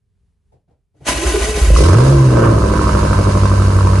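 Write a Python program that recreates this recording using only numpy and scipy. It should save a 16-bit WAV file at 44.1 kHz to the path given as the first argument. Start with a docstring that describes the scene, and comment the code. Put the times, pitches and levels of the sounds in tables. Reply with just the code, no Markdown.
"""A V8 starts from cold in a concrete car park, heard from just behind its tailpipes.
Soft clunks sound in the car over faint ventilation. At 1.1 s the pinion clacks in; the starter whirrs
and compression strokes thump in the exhaust. Near 1.8 s the engine catches, coughing and popping.
The revs peak at 2.1 s, then sink to a loud, lumpy fast idle, each firing a pulse and a puff of gas.
Throughout, the low ceiling and walls answer and a limiter holds the peaks."""
import sys
import numpy as np
from scipy import signal
from scipy.fft import rfft, irfft, next_fast_len
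from scipy.io import wavfile
from scipy.ndimage import uniform_filter1d, minimum_filter1d, map_coordinates

SR = 44100
rng = np.random.default_rng(int(sys.argv[2]) if len(sys.argv) > 2 else 0)


def inscribe(sig):
    """Save sig as 16-bit PCM at rate SR to the path in sys.argv[1].

    A 1-D sig is mono; a 2-D sig holds one channel per row.
    Samples are clipped to [-1, 1] before scaling.
    """
    pcm = np.round(np.clip(np.atleast_2d(sig).T, -1, 1) * 32767)
    wavfile.write(sys.argv[1], SR, pcm.astype(np.int16))


N = 176400

BOOM_HZ, BOOM_T60_S, BOOM_ATTACK_S = 57.55, 0.23, 0.0069  # lowest pipe resonance
ANTIPHASE = np.array([[1], [-1]])  # left, right

# engine speed: time_s, firing_hz
FIRING_RATE = [(1.8, 56), (1.85, 79), (1.88, 88), (1.92, 89), (1.96, 111), (2.03, 129), (2.12, 139),
               (2.19, 135.5), (2.26, 129), (2.4, 116.5), (2.52, 109.7), (2.68, 103.8), (2.82, 103.4),
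               (2.91, 100.7), (3.15, 100.1), (3.4, 97.6), (3.6, 96.2), (4, 95)]
# eight cylinders in firing order: bark_db, rasp_db, late_s
CYLINDER_FIRINGS = [(3.5, 5, 0.00025), (-10.5, 0.5, 0.00078), (1.5, 6.5, 0.002053), (-1, 1.5, 0.002826),
                    (-5, 4, 0.00063), (-9, 3.5, 0.00012), (-9, 4, 0.001486), (-6.5, -1, 0.000089)]
# once-per-cycle surge: time_s, depth_db
CHUG_DEPTH = [(2.45, -1.5), (2.7, 0.5), (3.35, 4.5), (3.7, 1), (4, -0.5)]
# exhaust envelopes, each relative to its layer's gain: time_s, level_db
DRONE_LEVEL = [(1.78, -26), (1.84, -8), (1.93, -6.5), (2.2, -8), (2.42, -10), (2.55, -13.5), (2.7, -23.5),
               (3.0, -20), (3.25, -13), (3.5, -12), (4, -10)]
THROB_LEVEL = [(1.75, -38), (1.85, -35), (2.0, -24), (2.25, -21), (2.36, -23), (2.6, -17), (3.0, -17.5),
               (3.5, -18), (4, -22)]
BARK_LEVEL = [(1.66, -24.5), (1.75, -21), (1.79, -9.5), (1.84, -14), (1.97, -15.5), (2.06, -21),
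              (2.24, -27), (2.39, -14.5), (2.59, -21), (3.0, -22), (4, -26.5)]
RASP_LEVEL = [(1.78, -11), (1.8, -23), (1.88, -17.5), (2.05, -25.5), (2.2, -31.5), (2.37, -24),
              (2.45, -19.5), (2.53, -29.5), (2.8, -24.5), (3.12, -25), (3.4, -27.5), (4, -27)]
HISS_LEVEL = [(1.76, -17.5), (1.78, -21.5), (1.85, -23.5), (1.91, -29), (2.1, -34), (2.2, -38),
              (2.46, -36.5), (2.53, -38), (2.84, -34.5), (4, -36.5)]
# engine-cycle harmonics: order, level_db
THROB_HARMONICS = [(3, -24), (4, -3), (5, 1), (7, 4.5), (9, -4.5)]
UPPER_HARMONICS = [(12, -10), (13, -11.5), (16, -2.5), (20, -4), (24, -8), (28, -12), (32, -15.5),
                   (36, -15), (40, -13), (43, -25), (48, -14.5)]
# exhaust spectra: freq_hz, gain_db
RUMBLE_SPECTRUM = [(20, -19), (36, -2), (48, -13), (62, 8), (85, -11.5), (200, -27.5), (600, -82)]
BARK_SPECTRUM = [(60, -89.5), (120, 4.5), (160, 2), (215, -2.5), (265, -9), (330, -6), (440, -7.5),
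                 (490, -7), (530, -2.5), (595, -3.5), (680, -12.5), (850, -22), (1500, -61)]
RASP_SPECTRUM = [(400, -26), (850, -9), (950, -2.5), (1040, 5.5), (1130, -0.5), (1230, -3.5), (1420, -10.5),
                 (1550, -4.5), (1700, -11), (1900, -22), (2900, -21), (3400, -35), (6000, -43)]
HISS_SPECTRUM = [(900, -54.5), (2000, 1.5), (2900, 2.5), (3400, -4.5), (4300, 2), (5000, 2), (6200, 0),
                 (7500, -2), (10700, -3.5), (11500, -13), (12300, -20)]
# compression strokes and first firings: start_s, level_db
THUMP_EVENTS = [(1.085, -16), (1.155, -12.5), (1.248, -10), (1.262, -5.5), (1.337, -8.5), (1.41, -6),
                (1.485, -9), (1.549, -8.5), (1.616, 2), (1.674, 3), (1.713, 7.5), (1.752, 0), (1.78, 0.5),
                (1.797, -2.5)]
# hard firings as the engine catches: start_s, level_db
COUGH_EVENTS = [(1.574, -15), (1.703, -10), (1.827, -3), (1.843, -10), (1.891, -10), (1.944, -26),
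                (1.974, -16), (2.107, -14)]
# tailpipe cracks: start_s, level_db
POP_EVENTS = [(1.762, -6), (1.853, -13), (1.874, -13), (1.896, -12), (1.949, -12), (1.985, -15),
              (2.428, -19), (2.435, -9), (2.470, -12), (2.58, -16), (2.620, -14), (2.638, -13.5),
              (2.697, -17), (2.715, -12), (2.7913, -9), (2.8688, -10), (2.892, -11.5), (2.95, -10.5),
              (3.0287, -12), (3.107, -18), (3.130, -11), (3.187, -12), (3.269, -10), (3.351, -13),
              (3.434, -14.5), (3.515, -11.5), (3.598, -14), (3.619, -20), (3.7662, -21), (3.787, -13.5),
              (3.809, -15.5), (3.933, -16)]
# starter gear whine: time_s, pitch_hz, level_db
GEAR_WHINE = [(1.04, 300, -59), (1.09, 323.4, -36), (1.2, 322.4, -22), (1.235, 368.5, -17.5),
              (1.265, 371.4, -25), (1.295, 346, -19), (1.32, 353.5, -40), (1.345, 385, -14.5),
              (1.38, 388, -21), (1.43, 403.8, -28), (1.51, 440, -27), (1.64, 381.4, -31.5),
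              (1.7, 359.6, -32), (1.85, 389, -44)]
# starter whirr envelope: time_s, level_db
WHIRR_LEVEL = [(1.0, -72), (1.045, -55), (1.06, -30), (1.082, -17), (1.11, -23), (1.19, -27), (1.25, -25.5),
               (1.5, -27), (1.55, -29), (1.58, -26.5), (1.68, -29.5), (1.76, -29.5)]
# starter whirr spectrum: freq_hz, gain_db
WHIRR_SPECTRUM = [(60, -39), (100, 4.5), (190, -13), (370, -6.5), (510, -11.5), (660, -10.5), (880, -17.5),
                  (1240, -17), (2000, -18.5), (2830, -18.5), (3400, -21.5), (6200, -23), (11000, -25),
                  (14000, -44)]
# starter housing resonances: centre_hz, width_hz, gain_db
HOUSING_MODES = [(1016, 45, 2), (1520, 210, -2.5), (1940, 70, -1), (2526, 54, -4.5), (2890, 64, -7.5),
                 (6115, 140, 0)]
# knocks in the car: start_s, thud_db, latch_db
CLUNK_EVENTS = [(0.519, -49.5, -50), (0.676, -50.5, -66), (.705, -66, -58), (.94, -52.5, -60),
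                (1.001, -37.5, -54)]
# knock and ventilation spectra: freq_hz, gain_db
THUD_SPECTRUM = [(30, -9), (70, 8), (130, 9), (220, -7.5), (440, -3), (560, -6.5), (750, -8), (1100, -25),
                 (3000, -33), (10000, -46)]
LATCH_SPECTRUM = [(250, -29), (440, 2), (540, -3), (660, -2), (820, -2), (1100, -24), (3000, -32),
                  (10000, -34)]
VENT_SPECTRUM = [(15, -37), (25, -4), (64, -0.5), (207, -15), (241, -25), (353, -34), (391, -21),
                 (545, -36), (5670, -46.5), (11000, -47), (14300, -71), (22000, -120)]
# floor-to-ceiling standing waves: centre_hz, width_hz, gain_db
ROOM_MODES = [(311.4, 9.7, 3.5), (343.7, 16, 6), (387.6, 7.1, 0.5), (442.3, 12.5, 3.5), (518.4, 13, -1),
              (593.6, 5.3, 3)]
# car park reverberation: freq_hz, t60_s
HALL_DECAY = [(100, 0.66), (1000, 1), (4000, 0.36), (11000, 0.59)]


def exhaust(firings):
    """Each firing sends a pulse and a puff of gas down the pipe: bark, rasp and hiss."""
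    index = np.arange(np.ceil(firings[0]), firings[-1]).astype(int)
    bark_db, rasp_db, late_s = np.array(CYLINDER_FIRINGS)[index % len(CYLINDER_FIRINGS)].T
    jitter, bark_stray, rasp_stray = np.clip(rng.standard_normal((1024, 3)), -2, 2)[index].T
    start_s = np.interp(index, firings, np.arange(N) / SR) + late_s + .00008 * jitter
    unevenness = np.interp(start_s, [3.1, 3.7], [1, .45])  # cylinders even out at idle
    bark_pulses = impulses(start_s, unevenness * bark_db + 2.5 * bark_stray)
    rasp_pulses = impulses(start_s, rasp_db + 1.1 * rasp_stray)

    roughness = 0.51 + 2.4 * (1 - fade_in(2.07, 0.032))  # cold cylinders burn raggedly
    bark = coloured(unit_rms(bark_pulses) + roughness * puffs(bark_pulses, t60_s=0.03), BARK_SPECTRUM)
    bark = unit_rms(bark / np.sqrt(1 + roughness ** 2))
    bark *= amp(curves(BARK_LEVEL)[0] + 1) * fade_in(1.66, .02)

    rasp_gain = amp(curves(RASP_LEVEL)[0]) * fade_in(1.785, 0.0091)
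    rasp = coloured(unit_rms(rasp_pulses) + 0.9 * puffs(rasp_pulses, t60_s=0.018), RASP_SPECTRUM)
    scatter = amp(-30) * coloured(puffs(rasp_pulses, t60_s=0.14), RASP_SPECTRUM) * ANTIPHASE

    flow = 1 + 0.97 * unit_rms(swells(rasp_pulses, t60_s=0.031, attack_s=0.00026))
    gas = coloured(flow * rng.standard_normal((2, N)), HISS_SPECTRUM)
    gas *= amp(curves(HISS_LEVEL)[0]) * fade_in(1.765, 0.011)

    bark = hall(standing_waves(bark), wet_db=-7, early_db=-2)
    rasp = hall(rasp * rasp_gain, wet_db=-7, early_db=-6) + scatter * rasp_gain
    hiss = hall(gas[0], wet_db=-5, early_db=-1, early_t60_s=.04) + amp(-5) * gas[1] * ANTIPHASE
    return chug(firings) * bark * amp([[-1], [1]]) + rasp * amp([[-2.2], [1.8]]) + hiss


def drone(firings, boom_width_hz=12, flare_db=-17, idle_db=-31):
    """Deep firing tone; unequal cylinders throb and gas rumbles near the lowest pipe resonance."""
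    cycle_rad, cycle_hz = engine_cycle(firings)

    def tone(order, stray_rad):
        return np.sqrt(2) * np.sin(order * cycle_rad + np.pi + stray_rad * wobble(13))

    firing_tone = amp(curves(DRONE_LEVEL)[0] + wobble(25)) * tone(len(CYLINDER_FIRINGS), .08)
    throb = np.zeros(N)
    for order, level_db in THROB_HARMONICS:
        detuning = (order * cycle_hz - BOOM_HZ) / boom_width_hz
        throb += amp(level_db + 1.2 * wobble(9)) * tone(order, .2) / np.hypot(1, detuning)
    throb *= amp(curves(THROB_LEVEL)[0])
    rumble_db = flare_db + (idle_db - flare_db) * fade_in(2.55, .1)
    rumble = amp(rumble_db) * coloured(rng.standard_normal(N), RUMBLE_SPECTRUM)
    return fade_in(1.805, 0.018) * (firing_tone * chug(firings) ** 0.27 + throb + rumble)


def overtones(firings):
    """Engine-cycle harmonics swell as they glide through pipe and room resonances."""
    cycle_rad, cycle_hz = engine_cycle(firings)
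    tones = np.zeros(N)
    for order, level_db in UPPER_HARMONICS:
        gain = amp(level_db + log_interp(BARK_SPECTRUM, order * cycle_hz) + 2.2 * wobble(12))
        phase_rad = order * cycle_rad + 2 * np.pi * rng.random() + .35 * wobble(20)
        tones += gain * np.sqrt(2) * np.sin(phase_rad)
    envelope = amp(-8.5 + 0.45 * curves(BARK_LEVEL)[0]) * fade_in(1.77, 0.027)
    rev_gain = (cycle_hz / cycle_hz[-1]) ** 1.02
    return standing_waves(tones * envelope * rev_gain)


def firing_count(zero_s=3.029):
    """Running count of firings; zero where the loudest cylinder fires."""
    firings = np.cumsum(curves(FIRING_RATE)[0]) / SR
    return firings - np.interp(zero_s * SR, np.arange(N), firings)


def engine_cycle(firings):
    """One cycle per eight firings: phase_rad, rate_hz."""
    cylinders = len(CYLINDER_FIRINGS)
    return 2 * np.pi * firings / cylinders, curves(FIRING_RATE)[0] / cylinders


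def chug(firings, lag_firings=1.33):
    """Gain of the exhaust's surge, once per cycle, just after the loudest cylinder."""
    cycle_rad, _ = engine_cycle(firings - lag_firings)
    return amp(curves(CHUG_DEPTH)[0] * (np.cos(cycle_rad) - .2))


def puffs(pulses, t60_s):
    """A burst of gas noise per pulse."""
    return unit_rms(swells(pulses, t60_s, attack_s=0.00037)) * rng.standard_normal(N)


def thumps():
    """Single pushes of gas ring the lowest pipe resonance."""
    t = np.arange(SR // 2) / SR
    envelope = amp(-60 * t / BOOM_T60_S) * (1 - np.exp(-t / BOOM_ATTACK_S))
    boom = -np.sin(2 * np.pi * BOOM_HZ * t) * envelope
    return signal.fftconvolve(impulses(*np.transpose(THUMP_EVENTS)), boom)[:N]


def coughs():
    """Single violent firings bark through the pipe."""
    start_s, level_db = np.transpose(COUGH_EVENTS)
    blows = coloured(impulses(start_s, level_db), BARK_SPECTRUM)
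    blows *= amp(level_db.max()) / np.abs(blows).max()
    return hall(standing_waves(blows, gain_db=0), wet_db=-12, early_db=-8)


def pops(ring_hz=1230, swell_s=0.0018, sag_hz_per_s=45000, gain_db=1):
    """Late-burning fuel cracks in the tailpipe: a brief ring, sagging in pitch."""
    t = np.arange(SR // 80) / SR
    swell = (t / swell_s * np.exp(1 - t / swell_s)) ** 2
    cracks = np.zeros(N + SR)
    for start_s, level_db in POP_EVENTS:
        pitch_hz = ring_hz * (1 + 0.036 * rng.standard_normal()) - sag_hz_per_s * (t - swell_s)
        ring = np.sin(2 * np.pi * np.cumsum(pitch_hz) / SR)
        cracks[round(start_s * SR):][:len(t)] += amp(level_db + gain_db) * swell * ring
    return hall(cracks[:N], wet_db=-12, early_db=-10) * amp([[-1.7], [1.3]])


def starter():
    """Meshing gears whine and rattle the housing until the engine catches."""
    pitch_hz, level_db = curves(GEAR_WHINE)
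    mesh_rad = 2 * np.pi * np.cumsum(pitch_hz) / SR + .9 * wobble(80)
    whine = np.sqrt(2) * np.sin(mesh_rad) * amp(level_db + 1.9 * wobble(50.15)) * fade_in(0.95, .01)
    rattle = rng.standard_normal((2, N)) * amp(1.6 * wobble(300) + 1.11 * wobble(24.94))
    housing = unit_rms(resonances(rattle, HOUSING_MODES))
    whirr = highpass(amp(5) * coloured(rattle, WHIRR_SPECTRUM) + amp(-9.5) * housing, 130)
    whirr *= amp(curves(WHIRR_LEVEL)[0]) * fade_in(0.96, 0.014) * (1 - fade_in(1.77, 0.011))
    scatter = amp(-12.5) * highpass(whirr[1], 350) * ANTIPHASE
    load = compression_load()
    whine = hall(whine * load, wet_db=-11, early_db=-5)
    whirr = hall(whirr[0] * load ** .5, wet_db=-9, early_db=-3, early_t60_s=.04)
    return whine + whirr + scatter


def compression_load(depth=0.33):
    """Gain swing as the starter labours against each compression stroke."""
    start_s, _ = np.transpose(THUMP_EVENTS)
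    load = swells(impulses(start_s, np.zeros_like(start_s)), t60_s=0.13, attack_s=0.017)
    return 1 + depth * (2 * load / load.max() - 1)


def pinion_clack(start_s=1.076, level_db=-22):
    """The pinion strikes the ring gear and rings the starter housing."""
    envelope = swells(impulses([start_s], [level_db]), t60_s=0.15, attack_s=0.00092)
    ring = unit_rms(resonances(rng.standard_normal(N), HOUSING_MODES))
    return hall(envelope * ring, wet_db=-10, early_db=-4, early_t60_s=.04)


def clunks():
    """Dull knocks in the car before cranking, each with a light latch rattle."""
    start_s, thud_db, latch_db = np.transpose(CLUNK_EVENTS)
    thud = coloured(stereo_noise(side_db=-15), THUD_SPECTRUM)
    thud *= swells(impulses(start_s, thud_db), t60_s=0.24, attack_s=0.026)
    latch = coloured(stereo_noise(side_db=5), LATCH_SPECTRUM)
    latch *= swells(impulses(start_s, latch_db), t60_s=0.18, attack_s=0.004)
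    return amp(6) * thud + amp(-2) * latch


def ventilation():
    """Faint, wavering rumble of the car park's ventilation."""
    return amp(-63 + 3.2 * wobble(9.76)) * coloured(stereo_noise(side_db=-9), VENT_SPECTRUM)


def standing_waves(x, gain_db=-2.5):
    """x plus the floor-to-ceiling modes it leaves ringing."""
    return amp(gain_db) * (x + resonances(x, ROOM_MODES))


def hall(x, wet_db, early_db, early_t60_s=0.13, mono_below_hz=380):
    """Near walls and a concrete tail; bass reaches both sides alike."""
    freq_hz, frame_s, spectra = signal.stft(rng.standard_normal((2, SR)), SR, nperseg=256)
    decay = amp(-60 * frame_s / log_interp(HALL_DECAY, freq_hz)[:, None])
    tail = signal.istft(spectra * decay, SR, nperseg=256)[1][:, :SR]
    tail *= amp(wet_db) / np.linalg.norm(tail[0])
    t = np.arange(SR) / SR
    early = rng.standard_normal((2, SR)) * amp(-60 * t / early_t60_s) * (t > .002)
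    early *= amp(early_db) / np.linalg.norm(early[0])
    mid, side = signal.fftconvolve(x[None], tail + early, axes=1)[:, :N]
    stereo = x + mid + highpass(side, mono_below_hz) * ANTIPHASE
    return stereo / np.sqrt(1 + amp(wet_db) ** 2 + amp(early_db) ** 2)


def amp(db):
    return 10 ** (np.asarray(db) / 20)


def unit_rms(x):
    return x / np.sqrt(np.mean(x ** 2) + 1e-20)


def log_interp(points, at_hz):
    """(freq_hz, value) points read on a log frequency axis."""
    freq_hz, values = np.transpose(points)
    return np.interp(np.log(at_hz + 1), np.log(freq_hz + 1), values)


def curves(rows):
    """One per-sample curve for each column after time_s."""
    time_s, *columns = np.transpose(rows)
    return [np.interp(np.arange(N) / SR, time_s, column) for column in columns]


def fade_in(centre_s, width_s):
    return .5 + .5 * np.tanh((np.arange(N) / SR - centre_s) / width_s)


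def wobble(rate_hz):
    """Smooth random curve with knots at rate_hz."""
    grid = np.linspace(0, N, int(rate_hz * N / SR) * 6 + 8)
    spline = map_coordinates(rng.standard_normal(2048), [grid * rate_hz / SR], mode="wrap")
    return np.interp(np.arange(N), grid, spline)


def filtered(x, response):
    """x with its spectrum scaled by response(hz)."""
    size = next_fast_len(N + SR // 2)
    return irfft(rfft(x, size) * response(np.fft.rfftfreq(size, 1 / SR)), size)[..., :N]


def highpass(x, corner_hz):
    return filtered(x, lambda hz: hz ** 2 / (hz ** 2 + corner_hz ** 2))


def resonances(x, modes):
    """x through parallel band-pass resonators."""
    return filtered(x, lambda hz: sum(
        amp(gain_db) * 1j * hz * width_hz / (centre_hz ** 2 - hz ** 2 + 1j * hz * width_hz)
        for centre_hz, width_hz, gain_db in modes))


def coloured(x, spectrum, size=16384):
    """x through a minimum-phase filter, at rms 1."""
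    cepstrum = irfft(np.log(amp(log_interp(spectrum, np.fft.rfftfreq(size, 1 / SR)))))
    cepstrum[1:size // 2] *= 2
    cepstrum[size // 2 + 1:] = 0
    ring = irfft(np.exp(rfft(cepstrum)))[:size // 2]
    return unit_rms(filtered(x, lambda hz: rfft(ring, 2 * (len(hz) - 1))))


def impulses(start_s, level_db):
    samples = np.clip(np.round(np.asarray(start_s) * SR), 0, N).astype(int)
    return np.bincount(samples, amp(level_db), N + 1)[:N]


def swells(pulses, t60_s, attack_s):
    """An attack-decay envelope per impulse."""
    t = np.arange(SR) / SR
    return signal.fftconvolve(pulses, amp(-60 * t / t60_s) * (1 - np.exp(-t / attack_s)))[:N]


def stereo_noise(side_db):
    mid, side = rng.standard_normal((2, N))
    return unit_rms(mid + amp(side_db) * side * ANTIPHASE)


def scene():
    """Engine, starter and background, in stereo."""
    firings = firing_count()
    low_end = (drone(firings) + chug(firings) * overtones(firings) + thumps()) * amp([[-.35], [.35]])
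    engine = low_end + exhaust(firings) + coughs() + pops()
    return engine + pinion_clack() + starter() + clunks() + ventilation()


def record(dry, low_hz=29, ceiling=.96, knee_hz=11100, top_hz=12350):
    """Sub-bass cut, fast peak limiter, treble roll-off."""
    dry = filtered(dry, lambda hz: 1 - 1 / (1 + (hz / low_hz) ** 6))
    needed_gain = np.minimum(1, ceiling / (np.abs(dry).max(0) + 1e-9))
    gain = uniform_filter1d(minimum_filter1d(needed_gain, size=300), size=260)
    return filtered(dry * gain, lambda hz: amp(-.014 * np.maximum(hz - knee_hz, 0)) * (hz < top_hz))


dry = scene()
out = record(dry)
inscribe(out)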